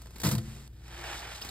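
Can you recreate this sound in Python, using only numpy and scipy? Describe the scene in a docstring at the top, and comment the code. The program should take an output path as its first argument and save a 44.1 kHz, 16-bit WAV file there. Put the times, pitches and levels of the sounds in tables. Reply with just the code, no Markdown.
"""At a sudsy steel sink, a soaked sponge slips from a wet hand and flops in: foam fizzes,
soap films burst in splats, the soft body thuds and the basin rings. After a faint tick and an
abrupt cut a second sponge is squeezed close by: dense bubbles crackle out, a hollow tone swells
and suds spit between the fingers. Low mains hum and room rumble lie underneath."""
import sys
import numpy as np
from scipy import signal
from scipy.fft import rfft, irfft
from scipy.io import wavfile
from scipy.ndimage import uniform_filter1d

SR = 44100
rng = np.random.default_rng(int(sys.argv[2]) if len(sys.argv) > 2 else 0)


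def log_audio(samples):
    """Write samples as a 16-bit WAV file to the path given in sys.argv[1]."""
    # one column per channel
    frames = np.atleast_2d(samples).T
    # limit to full scale, then quantise
    limited = np.clip(frames, -1, 1)
    pcm = np.round(limited * 32767).astype(np.int16)
    wavfile.write(sys.argv[1], SR, pcm)


N = 66150
T = np.arange(N) / SR
HZ = np.fft.rfftfreq(2 * N, 1 / SR)


def amp(db):
    """Decibels to gain."""
    return 10 ** (np.asarray(db) / 20)


def unit(x):
    """Scale to rms 1."""
    return x / np.sqrt(np.mean(x ** 2) + 1e-20)


def spectrum(points):
    """Interpolate (f/Hz, value) points over log frequency."""
    hz, value = np.transpose(points)
    return np.interp(np.log(HZ + 1), np.log(hz + 1), value)


def colour(x, gain_db):
    """Minimum-phase filter, one gain per frequency."""
    cepstrum = irfft(np.log(amp(np.maximum(gain_db, -100))))
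    cepstrum[1:N] *= 2
    cepstrum[N + 1:] = 0
    return irfft(rfft(x, 2 * N) * np.exp(rfft(cepstrum)))[..., :N]


# mains partials: f/Hz, rms level/dB
HUM_PARTIALS = [(59.3, -49.5), (120, -59)]
# rumble spectrum: f/Hz, gain/dB
RUMBLE_EQ = [(20, -24), (42, 3), (75, 2), (115, -1.5), (170, -6), (250, -16.5), (350, -12.5), (600, -32),
             (1500, -44), (4000, -43), (16000, -37)]


def room_tone(rumble_db=-52.5):
    """Mains hum over low rumble."""
    hum = sum(amp(db) * np.sqrt(2) * np.sin(2 * np.pi * (hz * T + rng.random()))
              for hz, db in HUM_PARTIALS)
    rumble = unit(colour(rng.standard_normal(N), spectrum(RUMBLE_EQ)))
    return hum + amp(rumble_db) * rumble


def pops(per_s, spread_db, width=0.25):
    """Random stereo clicks, as of bursting soap films: most small, a few large."""
    size = amp(spread_db * np.minimum(rng.exponential(1, (2, N)), 4))
    centre, side = size * rng.choice([-1, 1], (2, N)) * (rng.random((2, N)) < per_s / SR)
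    return unit(np.array([centre + width * side, centre - width * side]))


# foam envelope: t/s, level/dB
FOAM_LEVELS = [(0, -57), (.11, -60), (.17, -53), (.25, -52), (.41, -52.5), (.5, -51), (.6, -52.5),
               (.68, -58)]
# foam spectrum: f/Hz, gain/dB
FOAM_EQ = [(100, 15.5), (600, 3), (2000, 1.5), (5000, 0), (9000, -2), (13000, -9.5), (16000, -10.5)]


def foam():
    """Stirred foam fizzes in the sink."""
    fizz = unit(colour(pops(per_s=7700, spread_db=3), spectrum(FOAM_EQ)))
    return fizz * amp(np.interp(T, *np.transpose(FOAM_LEVELS)))


# bursts of suds, plus one faint tick just before the cut (0.675 s):
# t/s, body level/dB, decay/s, spray re body/dB
SPLATS_AND_TICK = [(0.016, -52, 0.0062, 2.5), (0.057, -46.5, 0.0022, -29), (0.068, -48.5, 0.003, -17),
                   (0.105, -53, 0.0045, -2), (.158, -46, 0.01, -7), (0.182, -52.5, 0.0038, 6),
                   (.199, -42, 0.0078, 3.5), (0.215, -49, 0.0078, 10), (0.233, -31, 0.04, -5),
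                   (.248, -33.5, 0.018, -13), (0.265, -38.5, 0.012, 3), (0.287, -40.5, 0.015, 3),
                   (0.311, -40, 0.015, 7.5), (0.327, -41.5, 0.011, -14), (0.35, -36.5, 0.0059, -5),
                   (.380, -37.5, 0.0061, -5.5), (0.675, -53, 0.0014, 0), (0.879, -50.5, .006, -22),
                   (.925, -54, 0.0078, -11), (1.01, -46, 0.0064, -13), (1.413, -45, 0.017, 0),
                   (1.446, -41.5, 0.012, -5.5), (1.468, -48.5, 0.0063, 0), (1.488, -51, 0.0044, 10.5)]
# their spectrum: f/Hz, gain/dB
SHOWER_EQ = [(80, -2.5), (250, 7), (500, 0.5), (1100, 0.5), (2200, -5.5), (3000, -6), (4300, -2.5),
             (7000, -5), (11000, -6.5), (16000, -7)]


def splats_and_tick(rise_s=0.0026, crossover_hz=5000):
    """Quick, dying showers of clicks, each its own mix of dull body and bright spray."""
    shower = pops(per_s=14000, spread_db=1.5)
    lowpass_db = -10 * np.log10(1 + (HZ / crossover_hz) ** 2)
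    highpass_db = -10 * np.log10(1 + (crossover_hz / (HZ + 1)) ** 2)
    body = unit(colour(shower, spectrum(SHOWER_EQ) + lowpass_db))
    spray = unit(colour(shower, spectrum(SHOWER_EQ) + highpass_db))
    out = np.zeros((2, N))
    for start_s, db, decay_s, spray_db in SPLATS_AND_TICK:
        age_s = np.maximum(T - start_s, 0)
        envelope = np.minimum(age_s / rise_s, 1) * np.exp(-np.maximum(age_s - rise_s, 0) / decay_s)
        out += amp(db) * envelope * (body + amp(spray_db) * spray)
    return out


# steel basin modes: f/Hz, relative level/dB, t60/s
BASIN_MODES = [(107, -4, .2), (132, 1, .5), (153, -6, .25), (209, -8, .35), (221, -7.5, .9), (331, 5, .3),
               (345, 1, .6), (375, 1, .25), (505, 10, .25), (691, 14, .18), (1040, 13, .12)]


def basin(drive):
    """The steel basin rings with whatever drives it."""
    ring = sum(amp(db - 60 * T / t60_s) * np.sin(2 * np.pi * hz * T) for hz, db, t60_s in BASIN_MODES)
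    return signal.fftconvolve(drive, ring)[:N]


def pulse(age_s, rise_s):
    """Envelope: peaks at 1 after rise_s, then dies away."""
    return age_s / rise_s * np.exp(1 - age_s / rise_s)


# sponge lands and flops over: t/s, level before low cut/dB, f/Hz
SPONGE_BLOWS = [(.2428, -25.5, 177), (0.2595, -20.5, 160), (.2787, -23, 139.6), (0.3191, -35.5, 171),
                (0.3289, -28, 185), (.3469, -25, 152.2), (0.3712, -29, 120), (.389, -28, 126.5),
                (0.4786, -37, 120)]


def thuds(rise_s=0.0041, low_cut_hz=70):
    """Heavily damped blows of the soaked sponge on the sink bottom."""
    out = np.zeros(N)
    for start_s, db, hz in SPONGE_BLOWS:
        age_s = np.maximum(T - start_s, 0)
        out += amp(db) * pulse(age_s, rise_s) * np.sin(2 * np.pi * hz * age_s)
    return signal.sosfilt(signal.butter(2, low_cut_hz, "high", fs=SR, output="sos"), out)


def bubbles(per_s, spread_db, low_hz, high_hz, cycles, glide, sizes=32):
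    """Bubbles of many sizes, each ringing briefly and rising in pitch."""
    t = T[:1024]
    out = np.zeros((2, N))
    for hz in np.geomspace(low_hz, high_hz, sizes):
        life = t * hz / cycles
        ring = np.exp(-3 * life) * np.sin(2 * np.pi * hz * t * (1 + glide * np.minimum(life, 2)))
        clicks = pops(per_s / sizes, spread_db)
        out += np.sqrt(hz) * signal.oaconvolve(clicks, unit(ring)[None], axes=1)[:, :N]
    return unit(out)


def flutter(corner_hz, depth_db):
    """Random gain from low-passed noise."""
    wander = irfft(rfft(rng.standard_normal(2 * N)) / (1 + (HZ / corner_hz) ** 2))[:N]
    return amp(depth_db * unit(wander))


# squeeze envelopes before trim: t/s, crackle level/dB, fizz level/dB
SQUEEZE_LEVELS = [(0.691, -74, -77.5), (.78, -69.5, -70), (.85, -62.5, -63), (.92, -51.5, -56),
                  (1.02, -45.5, -51.5), (1.12, -41.5, -47), (1.19, -46.5, -46), (1.23, -45.5, -52),
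                  (1.31, -45.5, -52.5), (1.362, -48.5, -47.5), (1.405, -52.5, -53.5), (1.5, -49, -50.5)]
# crackle and fizz spectra: f/Hz, gain/dB
CRACKLE_EQ = [(100, -39), (300, -5), (500, -3.5), (830, 2), (1050, -2.5), (1700, 2), (1950, -2.5),
              (2350, 0), (3300, -5), (6000, -26), (15000, -35)]
FIZZ_EQ = [(300, -31), (2000, -8), (3500, 5.5), (5200, 3.5), (7000, 0.5), (9000, -2.5), (12000, -8),
           (16000, -11.5)]


def squeeze(crackle_trim_db=1.0, fizz_trim_db=1.5):
    """Air and suds forced through the pores: crackling bubbles and finer fizz, bursting in clusters."""
    times_s, crackle_db, fizz_db = np.transpose(SQUEEZE_LEVELS)
    crackle = bubbles(per_s=7500, spread_db=2.5, low_hz=327, high_hz=5740, cycles=2.5, glide=0.03)
    crackle = unit(colour(crackle, spectrum(CRACKLE_EQ)))
    crackle *= amp(np.interp(T, times_s, crackle_db) + crackle_trim_db)
    fizz = unit(colour(pops(per_s=7000, spread_db=3), spectrum(FIZZ_EQ)))
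    fizz *= amp(np.interp(T, times_s, fizz_db) + fizz_trim_db)
    return (crackle + fizz) * flutter(corner_hz=100, depth_db=1.08)


def hollow_tone(hz=346, drift_hz=7.13, db=-55, peak_s=1.082, swell_s=0.096):
    """A narrow, wavering resonance swells under the hardest part of the squeeze."""
    drift = unit(uniform_filter1d(rng.standard_normal(N), size=1500))
    tone = np.sqrt(2) * np.sin(2 * np.pi * np.cumsum(hz + drift_hz * drift) / SR)
    swell = 1 / (1 + ((T - peak_s) / swell_s) ** 2)
    return amp(db) * tone * swell * flutter(corner_hz=13, depth_db=3)


# clusters of larger bubbles: t/s, level per bubble/dB, centre f/Hz
PLIP_CLUSTERS = [(1.414, -41, 4200), (1.415, -38.5, 2860), (1.421, -38, 5430), (1.487, -40.5, 4110)]


def plips(per_cluster=4, scatter_s=0.006, detune=0.12, rise_s=0.0013, glide_per_s=6.5):
    """Bubbles of like size burst together, each ringing for milliseconds and rising in pitch."""
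    out = np.zeros(N)
    for start_s, db, centre_hz in PLIP_CLUSTERS:
        for lag, tuning in rng.random((per_cluster, 2)):
            age_s = np.maximum(T - start_s - lag * scatter_s, 0)
            hz = centre_hz * (1 + detune * (2 * tuning - 1))
            phase = 2 * np.pi * hz * age_s * (1 + glide_per_s * age_s / 2)
            out += amp(db) * pulse(age_s, rise_s) * np.sin(phase)
    return out


def reflections(x, db, t60_s, low_cut_hz):
    """Scattered echoes, different left and right, thin in the bass."""
    taps = rng.standard_normal((2, N)) * (rng.random((2, N)) < 0.15)
    taps *= amp(-60 * T / t60_s) * (T > 0.001)
    taps /= np.linalg.norm(taps, axis=1, keepdims=True)
    highpass = HZ / np.hypot(HZ, low_cut_hz)
    return amp(db) * irfft(rfft(x, 2 * N) * rfft(taps, 2 * N) * highpass)[:, :N]


def in_sink(x):
    """Direct sound, quick echoes off the sink walls, faint room tail."""
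    walls = reflections(x, db=-18, t60_s=0.038, low_cut_hz=196)
    room = reflections(x, db=-38, t60_s=0.76, low_cut_hz=200)
    return x + walls + room


def scene(cut_s=0.682, crossfade_s=0.002):
    """The drop, then a cut to the squeeze; room tone throughout."""
    before = np.clip((cut_s - T) / crossfade_s, 0, 1)
    after = 1 - before
    blows, showers, suds = thuds(), splats_and_tick(), squeeze()
    drop_ring = basin(amp(-52) * blows + amp(-60) * showers.mean(0))
    press_ring = basin(amp(-78) * suds.mean(0))
    drop = in_sink(blows + showers + drop_ring + foam())
    press = in_sink(suds + press_ring + hollow_tone() + plips() + showers * after)
    return drop * before + press * after + room_tone()


# phase between microphone ports: f/Hz, left lead/rad
PORT_LEAD = [(0, 0), (200, -.1), (800, -.8), (1700, 0), (2800, 1.9), (4000, 1.2), (5000, 1.3), (5950, 3.14),
             (8000, 6.28), (10250, 9.42), (12600, 12.57), (14800, 15.7), (16000, 16.8)]
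# port balance: f/Hz, left re right/dB
PORT_TILT = [(20, 0), (60, .3), (200, 2), (450, 2.5), (1000, .5), (1900, 0), (2800, -4), (4400, -2.5),
             (6000, 0), (16000, 0)]


def record(dry, band_limit_hz=15780):
    """Two microphone ports, each with its own delay and level, then a low-pass."""
    lead_rad = np.interp(HZ, *np.transpose(PORT_LEAD))
    left = np.exp(1j * lead_rad / 2) * amp(spectrum(PORT_TILT) / 2)
    stereo = irfft(rfft(dry, 2 * N) * np.array([left, 1 / left]))[:, :N]
    lowpass = signal.firwin(511, band_limit_hz, window=("kaiser", 9), fs=SR)
    return signal.oaconvolve(stereo, lowpass[None], "same")


dry = scene()
out = record(dry)
log_audio(out)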